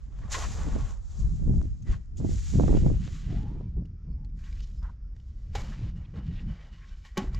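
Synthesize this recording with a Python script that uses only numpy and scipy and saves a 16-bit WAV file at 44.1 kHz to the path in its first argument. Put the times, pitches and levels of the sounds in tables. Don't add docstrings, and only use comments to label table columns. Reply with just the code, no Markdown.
import sys
import numpy as np
from scipy import signal
from scipy.fft import rfft, irfft, next_fast_len
from scipy.io import wavfile
from scipy.ndimage import uniform_filter1d, map_coordinates

SR = 44100
rng = np.random.default_rng(int(sys.argv[2]) if len(sys.argv) > 2 else 0)


def transcribe(u):
    v = np.clip(np.atleast_2d(u).T, -1, 1)
    q = np.round(v * 32767).astype(np.int16)
    wavfile.write(sys.argv[1], SR, q)


N = 325899
TIME = np.arange(N) / SR
FFT_SIZE = next_fast_len(N)


def undb(db):
    return 10 ** (np.asarray(db) / 20)


def unit_rms(x):
    return x / np.sqrt(np.mean(x ** 2))


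def curves(table):
    times, *columns = np.transpose(table)
    return [np.interp(TIME, times, column) for column in columns]


def band(x, lo_hz, hi_hz, order=2):
    return signal.sosfilt(signal.butter(order, [lo_hz, hi_hz], "bandpass", fs=SR, output="sos"), x)


def spectral_gain(x, gain):
    return irfft(rfft(x, FFT_SIZE) * gain, FFT_SIZE)[..., :N]


def equalise(x, points):
    hz, db = np.transpose(points)
    bin_hz = np.maximum(np.arange(FFT_SIZE // 2 + 1) * SR / FFT_SIZE, 1)
    return spectral_gain(x, undb(np.interp(np.log(bin_hz), np.log(hz), db)))


def ring(x, hz, t60):
    pole = np.exp(2j * np.pi * hz / SR - np.log(1000) / (t60 * SR))
    return signal.lfilter([1], [1, -pole], x).imag


def wander(rate_hz):
    hold = int(SR / rate_hz)
    steps = np.repeat(rng.standard_normal(N // hold + 1), hold)
    return unit_rms(uniform_filter1d(uniform_filter1d(steps, hold), hold)[:N])


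def grains(scatter_db):
    return rng.standard_normal(N) * undb(scatter_db * np.minimum(rng.exponential(size=N), 6.0))


def swell(start, length, first_db, last_db, rise_db_s=609.5, fall_db_s=360.5):
    depth_db, end = 80, start + length
    times = [start - depth_db / rise_db_s, start, end, end + depth_db / fall_db_s]
    return undb(np.interp(TIME, times, [first_db - depth_db, first_db, last_db, last_db - depth_db]))


def place(out, start, sound, peak_db):
    i = int(start * SR)
    out[i:i + len(sound)] += (sound * undb(peak_db) / np.abs(sound).max())[:N - i]


# frequency in Hz, relative level in dB.
RUSTLE_EQ = [(300, -13), (550, -21), (800, -12.5), (1300, -2.5), (2000, -8.5), (4000, -16.5), (5200, -4.5),
             (7000, -16), (8000, -33), (10000, -50.5)]
def distant_rustle(level_db=-72.5):
    bed = equalise(rng.standard_normal(N), RUSTLE_EQ)
    return unit_rms(bed * undb(1.5 * wander(12))) * undb(level_db)


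# start in seconds, length in seconds, pitch in Hz, peak in dB.
FAR_TONES = [(3.542, 0.16, 2350, -67), (3.873, 0.36, 2340, -74.5), (3.966, 0.07, 1320, -66.5),
             (4.05, 0.1, 1000, -66.5), (4.08, 0.087, 5100, -67.5), (4.08, 0.068, 4480, -68),
             (4.17, 0.1, 850, -62), (4.764, 0.065, 5140, -58.5), (5.03, 0.061, 1376, -66)]
def far_tones():
    out, t = np.zeros(N), TIME[:SR // 3]
    for start, length, hz, db in FAR_TONES:
        fade = np.sin(np.pi * np.minimum(t / length, 1)) ** 0.5
        place(out, start, ring(rng.standard_normal(len(t)), hz, t60=0.12) * fade, db)
    return out


# time in seconds, pitch in Hz, level in dB.
WHISTLE_GLIDE = [(3.27, 683, -76), (3.31, 699, -54), (3.42, 760, -57), (3.465, 815, -53),
                 (3.52, 903, -60.5), (3.7, 957, -74)]
def wind_whistle(gate_db=-74):
    hz, db = curves(WHISTLE_GLIDE)
    phase = 2 * np.pi * np.cumsum(hz * (1 + 0.032 * wander(30))) / SR
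    breath = np.sin(phase) * wander(220) + np.cos(phase) * wander(220)
    return breath * undb(db) * (db > gate_db)


def pop(hz, edge):
    u = np.pi * hz * (TIME[:SR // 50] - 0.78 / hz)
    return (2 * u ** 2 - 1) * np.exp(-u ** 2) - edge * 3 * u * np.exp(-5 * u ** 2)


def flapping(pops_per_s=200):
    bursts = (rng.random(N) < pops_per_s / SR) * rng.standard_normal(N)
    flaps = unit_rms(signal.fftconvolve(bursts, pop(hz=228, edge=0.38))[:N])
    crackle = unit_rms(band(grains(2.1), 540, 880))
    body = unit_rms(band(rng.standard_normal(N), 170, 363, order=3))
    return unit_rms((flaps + 0.041 * crackle + 0.25 * body) * undb(3.17 * wander(70)))


def buffeting():
    return unit_rms(band(rng.standard_normal(N), 63.7, 181.8, order=3) * undb(3.33 * wander(25)))


# start in seconds, peak in dB, pitch in Hz.
WIND_POPS = [(0.666, -30.5, 336), (0.684, -31.5, 352), (0.761, -23, 382), (0.779, -34.5, 397),
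             (1.475, -35, 390), (1.538, -35.5, 430), (1.876, -44.5, 426), (2.2, -33, 407),
             (2.252, -34.5, 420), (2.312, -33.5, 330), (2.538, -37, 332), (2.585, -27, 335),
             (2.596, -12.5, 391), (2.606, -18, 347), (2.634, -19.5, 417), (2.68, -18, 487),
             (2.709, -25, 433), (2.727, -21, 385), (2.739, -22, 400), (2.768, -23, 434),
             (2.845, -26.5, 290), (2.862, -25, 440), (2.9, -24, 402), (2.94, -33, 346), (3.076, -36.5, 400),
             (3.457, -41, 394), (3.607, -32, 328), (3.781, -42, 320), (4.087, -49, 330)]
def wind_pops():
    out, t = np.zeros(N), TIME[:SR // 30]
    for start, db, hz in WIND_POPS:
        wake = rng.standard_normal(len(t)) * t * np.exp(-t / 0.0047)
        place(out, start, pop(hz, edge=0.68), db)
        place(out, start, band(wake, 1.08 * hz, 2.0 * hz), db - 15)
    return out


def low_wind(rumble_gain, buffet_gain):
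    rumble = unit_rms(band(rng.standard_normal(N), 26.1, 67.3) * undb(2.0 * wander(9.1)))
    return rumble_gain * rumble + buffet_gain * buffeting()


# time in seconds, rumble in dB, buffeting in dB over the rumble.
GUSTS = [(0.0, -42, -16), (0.76, -32.5, -6.5), (1.07, -41, -30), (1.19, -37, -3.5), (1.25, -28, -20),
         (1.29, -35.5, -3), (1.42, -33.5, -4.5), (1.58, -28.5, -1.5), (1.77, -36.5, -15.5),
         (1.85, -43.5, 2.5), (1.91, -24.5, -13), (2.04, -48, -3.5), (2.2, -38, -21), (2.3, -32.5, -7),
         (2.34, -24, -24), (2.4, -35.5, -9), (2.51, -33, -14), (2.55, -28, 2), (2.88, -27, -6),
         (3.19, -46.5, 6), (3.38, -31, -3), (3.68, -47, 10), (3.77, -32, -16), (3.89, -53, 10.5),
         (4.14, -32, -19), (4.22, -43, -2), (4.55, -38.5, -13.5), (5.41, -41, -25), (5.47, -38, -17.5),
         (5.62, -31.5, -10), (5.75, -41, -2), (5.95, -39, 1.5), (6.18, -48, 2), (6.33, -40.5, 2),
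         (6.48, -36.5, -3.5), (6.54, -51, 4.5), (7.14, -46, -28), (7.18, -53.5, 10), (7.29, -35.5, -13.5),
         (7.34, -35.5, -6), (7.39, -35, -5)]
# start in seconds, length in seconds, level in dB.
LOW_BURSTS = [(0.073, 0.014, -59), (0.228, 0.023, -60), (0.414, 0.059, -50), (0.669, 0.019, -42),
              (0.751, 0.015, -38.5), (1.399, 0.028, -39.5), (1.484, 0.039, -35.5), (1.587, 0.015, -37),
              (1.88, 0.026, -45.5), (2.199, 0.018, -34.5), (2.245, 0.015, -32), (2.302, 0.011, -35.5),
              (2.544, 0.046, -37), (2.599, 0.0087, -28), (2.631, 0.014, -32.5), (2.683, 0.013, -31.5),
              (2.722, 0.072, -29), (2.857, 0.02, -28), (2.903, 0.03, -40.5), (3.069, 0.03, -57),
              (3.294, 0.08, -41), (3.436, 0.21, -50.5), (3.78, 0.02, -40), (4.082, 0.011, -52.5),
              (5.793, 0.046, -48.5), (6.157, 0.026, -48.5), (6.316, 0.11, -58), (6.801, 0.013, -61.5),
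              (7.194, 0.039, -41.5)]
def wind():
    rumble_db, buffet_db = curves(GUSTS)
    gust = undb(rumble_db + buffet_db)
    flurry = sum(swell(start, length, db, db) for start, length, db in LOW_BURSTS[:-1])
    buffet_gain = gust + undb(-2) * flurry
    low_mid = low_wind(undb(rumble_db), buffet_gain)
    low_side = undb(-4.5) * low_wind(undb(rumble_db), buffet_gain)
    fine = (flurry + undb(-36) * gust) * flapping() + wind_pops()
    left = 0.52 * np.exp(-1.55j)
    fine_side = spectral_gain(fine, (left - 1) / (left + 1))
    return low_mid + fine + wind_whistle(), low_side + fine_side


# frequency in Hz, gain in dB, time to fall 60 dB in seconds.
BLADE_MODES = [(555, 6, 0.08), (616, 0.5, 0.14), (745, -2.5, 0.19), (840, 4, 0.18), (1102, 12, 0.18),
               (1566, 6.5, 0.05), (1954, 11, 0.07), (2340, 8, 0.048), (2980, 8, 0.07), (3186, 2, 0.07),
               (3900, -5, 0.027), (4830, -12, 0.035)]
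MORTAR_DAMPING = 1.9
def blade(force, roam_db=0, damping=1):
    out = np.zeros(len(force))
    for k, (hz, db, t60) in enumerate(BLADE_MODES):
        drive = force * undb(roam_db * wander(14)) if roam_db else force
        out += (-1) ** k * undb(db) * ring(drive, hz, t60 / damping)
    return out


# start in seconds, peak in dB,
# centre in Hz, spray decay in seconds.
GRIT_TICKS = [(0.187, -43, 1050, 0.0073), (.278, -41, 1050, 0.012), (1.615, -33, 990, 0.0003),
              (1.626, -41.5, 6000, .004), (1.822, -46.5, 6460, 0.0084), (2.17, -40, 6770, 0.011),
              (3.854, -49, 2900, 0.0053), (4.247, -47, 4320, 0.0039), (4.297, -59, 2310, 0.0033),
              (4.439, -46, 2950, .006), (4.467, -49.5, 1960, .004), (4.526, -40, 2330, 0.0044),
              (4.528, -43, 5000, .004), (4.603, -41, 4840, .004), (4.605, -41, 3180, .005),
              (4.828, -43, 5000, 0.0051), (5.164, -49, 1950, 0.0025), (5.199, -49.5, 2980, 0.0051),
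              (6.679, -54, 3080, .004), (7.177, -11, 8900, 0.0011), (7.346, -31.5, 4900, 0.004)]
def grit_ticks():
    out, t = np.zeros(N), TIME[:600]
    for start, db, hz, decay in GRIT_TICKS:
        burst = rng.standard_normal(len(t)) * np.minimum(t / 0.0012, 1) * np.exp(-t / decay)
        spray = band(burst, 0.5 * hz, 2.0 * hz, order=1)
        ping = ring(signal.unit_impulse(len(t), 20), hz, t60=5.6 * decay)
        place(out, start, unit_rms(spray) + 0.78 * unit_rms(ping), db)
    return out


# start in seconds, length in seconds, centre in Hz, peak in dB.
GRIT_SCUFFS = [(0.326, 0.064, 1750, -26.5), (0.394, 0.06, 990, -28.5), (0.423, 0.049, 1980, -31.5),
               (0.215, 0.03, 1500, -45), (0.864, 0.11, 1030, -47), (1.916, 0.032, 1500, -37.5),
               (4.388, 0.13, 1920, -49), (4.439, 0.033, 2860, -49), (4.452, 0.04, 1600, -53),
               (4.53, 0.05, 2000, -52), (4.593, 0.016, 3100, -47.5), (4.617, 0.036, 4750, -42),
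               (4.696, 0.022, 2510, -57), (4.819, 0.04, 1170, -43), (4.85, 0.06, 1160, -42.5),
               (5.713, 0.038, 1520, -41), (6.046, 0.017, 2860, -50), (6.352, 0.031, 3000, -45),
               (6.381, 0.021, 2620, -39), (6.812, 0.04, 1790, -45.5), (6.869, 0.03, 4560, -47.5)]
def grit_scuffs():
    out, t = np.zeros(N), TIME[:SR // 4]
    grit = grains(1.3) * undb(3.5 * wander(70))
    for start, length, hz, db in GRIT_SCUFFS:
        fade = np.sin(np.pi * np.minimum(t / length, 1)) ** 0.28
        rub = grit[int(start * SR):][:len(t)] * fade
        rasp = band(rub, 0.72 * hz, 1.34 * hz, order=3)
        steel = band(blade(rub, damping=MORTAR_DAMPING), 0.82 * hz, 1.24 * hz)
        place(out, start, unit_rms(rasp) + 0.4 * unit_rms(steel), db)
    return out


# start in seconds, crack peak in dB, crack t60 in seconds,
# blade ring and main resonance in dB over the crack, that resonance's pitch in Hz and t60 in seconds.
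SHOVEL_HITS = [(0.318, -43.5, 0.053, 13, -27, 503, 0.019), (0.346, -33, 0.027, 0, 9, 1063, 0.076),
               (5.55, -20.5, 0.086, -15.5, -8.5, 485, 0.028), (5.552, -34.5, 0.033, -8, 7.5, 817, 0.055),
               (6.139, -55, 0.27, 7, 10, 470, 0.08), (7.048, -50, 0.09, 2.5, -1, 1900, 0.04),
               (7.171, -20, 0.075, 0, -7, 377, 0.3), (7.178, -26.5, 0.049, -1, 4, 200, 0.09),
               (7.215, -42, 0.08, 5, 4.5, 252, 0.11), (7.344, -47, 0.05, 0, 4.5, 1118, 0.065)]
def shovel_hits():
    out, t = np.zeros(N), TIME[:SR // 4]
    contact = 45 * signal.unit_impulse(len(t))
    shove = 25 * signal.unit_impulse(len(t), 60)
    for start, db, t60, ring_db, resonance_db, resonance_hz, resonance_t60 in SHOVEL_HITS:
        envelope = np.minimum(t / 0.004, 1) * np.exp(-np.log(1000) * t / t60)
        crack = rng.standard_normal(len(t)) * envelope
        place(out, start, band(crack, 640, 5400, order=1), db)
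        place(out, start, blade(crack + contact), db + ring_db)
        place(out, start, ring(crack + shove, resonance_hz, resonance_t60), db + resonance_db)
    return out


def drop_thud():
    start, length, db = LOW_BURSTS[-1]
    return swell(start, length, db, db) * (flapping() + undb(-2) * buffeting())


def mortar_friction():
    slip = wander(45)
    hiss = unit_rms(band(grains(3.2), 3640, 10330) * undb(0.7 * slip + wander(30)))
    steel = blade(grains(4.44) * undb(0.99 * slip), roam_db=4.0, damping=MORTAR_DAMPING)
    playhead = np.arange(N) + np.cumsum(0.022 * wander(7))
    steel = map_coordinates(steel, [playhead], mode="mirror")
    crunch = unit_rms(band(grains(3.8), 1300, 4600) * undb(2.1 * slip + wander(37)))
    grind = unit_rms(band(grains(2.0), 350, 1610) * undb(0.33 * slip + wander(30)))
    grind += 0.51 * unit_rms(band(steel, 420, 1300))
    return hiss, crunch, grind, unit_rms(band(steel, 1400, 3900))


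# time in seconds, sand hiss in dB, then crunch and grind in dB over the hiss.
SCOOP_AND_TIP = [
    [(.1, -69.5, 0, 1), (.29, -60.5, 0, 5.5), (.325, -27, -13.5, -22), (.352, -32, 1.5, -16),
     (.375, -35, -11, -3), (.42, -33.5, -3, -13), (.5, -42.5, -9, -7), (.6, -44, -10, 0),
     (.72, -50.5, -2, 2), (.9, -51.5, -4.5, 0.5), (1.0, -65.5, -6, -2.5), (1.11, -54.5, -30, -11.5),
     (1.2, -52.5, -17, -7.5), (1.68, -63.5, -4.5, -18), (1.8, -69, -20, -17)],
    [(2.15, -80, -23, -27), (2.184, -46, -33, -34), (2.216, -57.5, -6, -7), (2.3, -46, -9, -29),
     (2.444, -45, -11.5, -35), (2.47, -41, -8.5, -23), (2.96, -57, 0.5, -8), (3.16, -51.5, -0.5, -26.5),
     (3.3, -59, 5.5, -1.5), (3.55, -70, 4.5, 8), (3.75, -80.5, 3, -4)],
]
# start and length in seconds, hiss in dB at start and end,
# then crunch, grind and blade ring in dB over the hiss.
SLIDES = [(1.873, 0.058, -60.5, -56, 6.5, 3, 4.5), (1.992, 0.059, -99, -82, -10, -1, 8),
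          (4.378, 0.036, -62.5, -59, -11, -16, -5.5), (4.447, 0.19, -58, -60.5, -5.5, -21.5, -6.5),
          (4.672, 0.12, -61, -63.5, -16, -17.5, -17.5), (4.832, 0.091, -65, -72.5, 0.5, 4, 3.5),
          (5.156, 0.57, -71, -62, -7.5, -33.5, -7), (5.558, 0.053, -48, -45.5, -5, -0.5, -3.5),
          (5.645, 0.25, -58.5, -66, 5.5, 2.5, -2), (5.967, 0.21, -67, -77.5, 0.5, 4, 4.5),
          (6.164, 0.036, -68.5, -72, 9.5, 16.5, 9), (6.225, 0.2, -73, -64.5, 8.5, 3.5, 6),
          (6.487, 0.2, -65, -67, 5.5, 5, 9), (6.728, 0.21, -66.5, -63, 1, -7, 3.5),
          (6.975, 0.29, -66.5, -73, -3, -19, -8), (7.055, 0.024, -56, -60.5, -0.5, -12, 5),
          (7.185, 0.068, -46, -59, -1, 6, 3.5), (7.274, 0.037, -60.5, -73, -5.5, 1, 4.5),
          (7.333, 0.065, -56.5, -55.5, 0, -4.5, 1)]
def shovel_scrapes():
    hiss, crunch, grind, steel = mortar_friction()
    gestures = np.concatenate(SCOOP_AND_TIP)
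    hiss_db, crunch_db, grind_db = curves(gestures)
    loaded_crunch = crunch + undb(-8) * steel
    blend = hiss + undb(crunch_db) * loaded_crunch + undb(grind_db) * grind
    out = undb(hiss_db) * blend * (TIME < gestures[-1, 0])
    for start, length, first_db, last_db, crunch_db, grind_db, ring_db in SLIDES:
        blend = hiss + undb(crunch_db) * crunch + undb(grind_db) * grind + undb(ring_db) * steel
        out += swell(start, length, first_db, last_db, rise_db_s=814, fall_db_s=306) * blend
    return out


def wall_scatter(shovel):
    reflections = unit_rms(rng.standard_normal(400)) / 20
    scatter = signal.fftconvolve(shovel, reflections)[:N]
    left_lean = undb(-12.5) * band(shovel, 6800, 10500)
    return undb(-11.5) * scatter + undb(-2) * band(scatter, 9500, 15000) + left_lean


# time in seconds, side gain in dB.
STEREO_WIDTH = [(0, -0.5), (2.95, -0.5), (3.15, -8.5), (3.6, -15.5), (3.85, -66)]
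def scene():
    width = undb(curves(STEREO_WIDTH)[0])
    wind_mid, wind_side = wind()
    shovel = shovel_scrapes() + shovel_hits() + grit_scuffs() + grit_ticks()
    shovel += width * band(shovel, 5640, 10600)
    shovel_side = wall_scatter(shovel)
    mid = wind_mid + shovel + distant_rustle() + far_tones()
    side = (wind_side + shovel_side + undb(0.5) * distant_rustle()) * width
    return np.array([mid + side, mid - side]) + drop_thud()


# frequency in Hz, gain in dB.
MIC_EQ = [(20, 6.5), (4500, -7.5), (7300, -9), (7800, -15.5), (8600, -28), (11000, -23.5), (11800, -19.5),
          (13000, -23.5), (14800, -32.5)]
def record(dry):
    high_cut = signal.ellip(8, 0.2, 70, 15000, fs=SR, output="sos")
    return signal.sosfilt(high_cut, equalise(dry, MIC_EQ))


dry = scene()
out = record(dry)
transcribe(out)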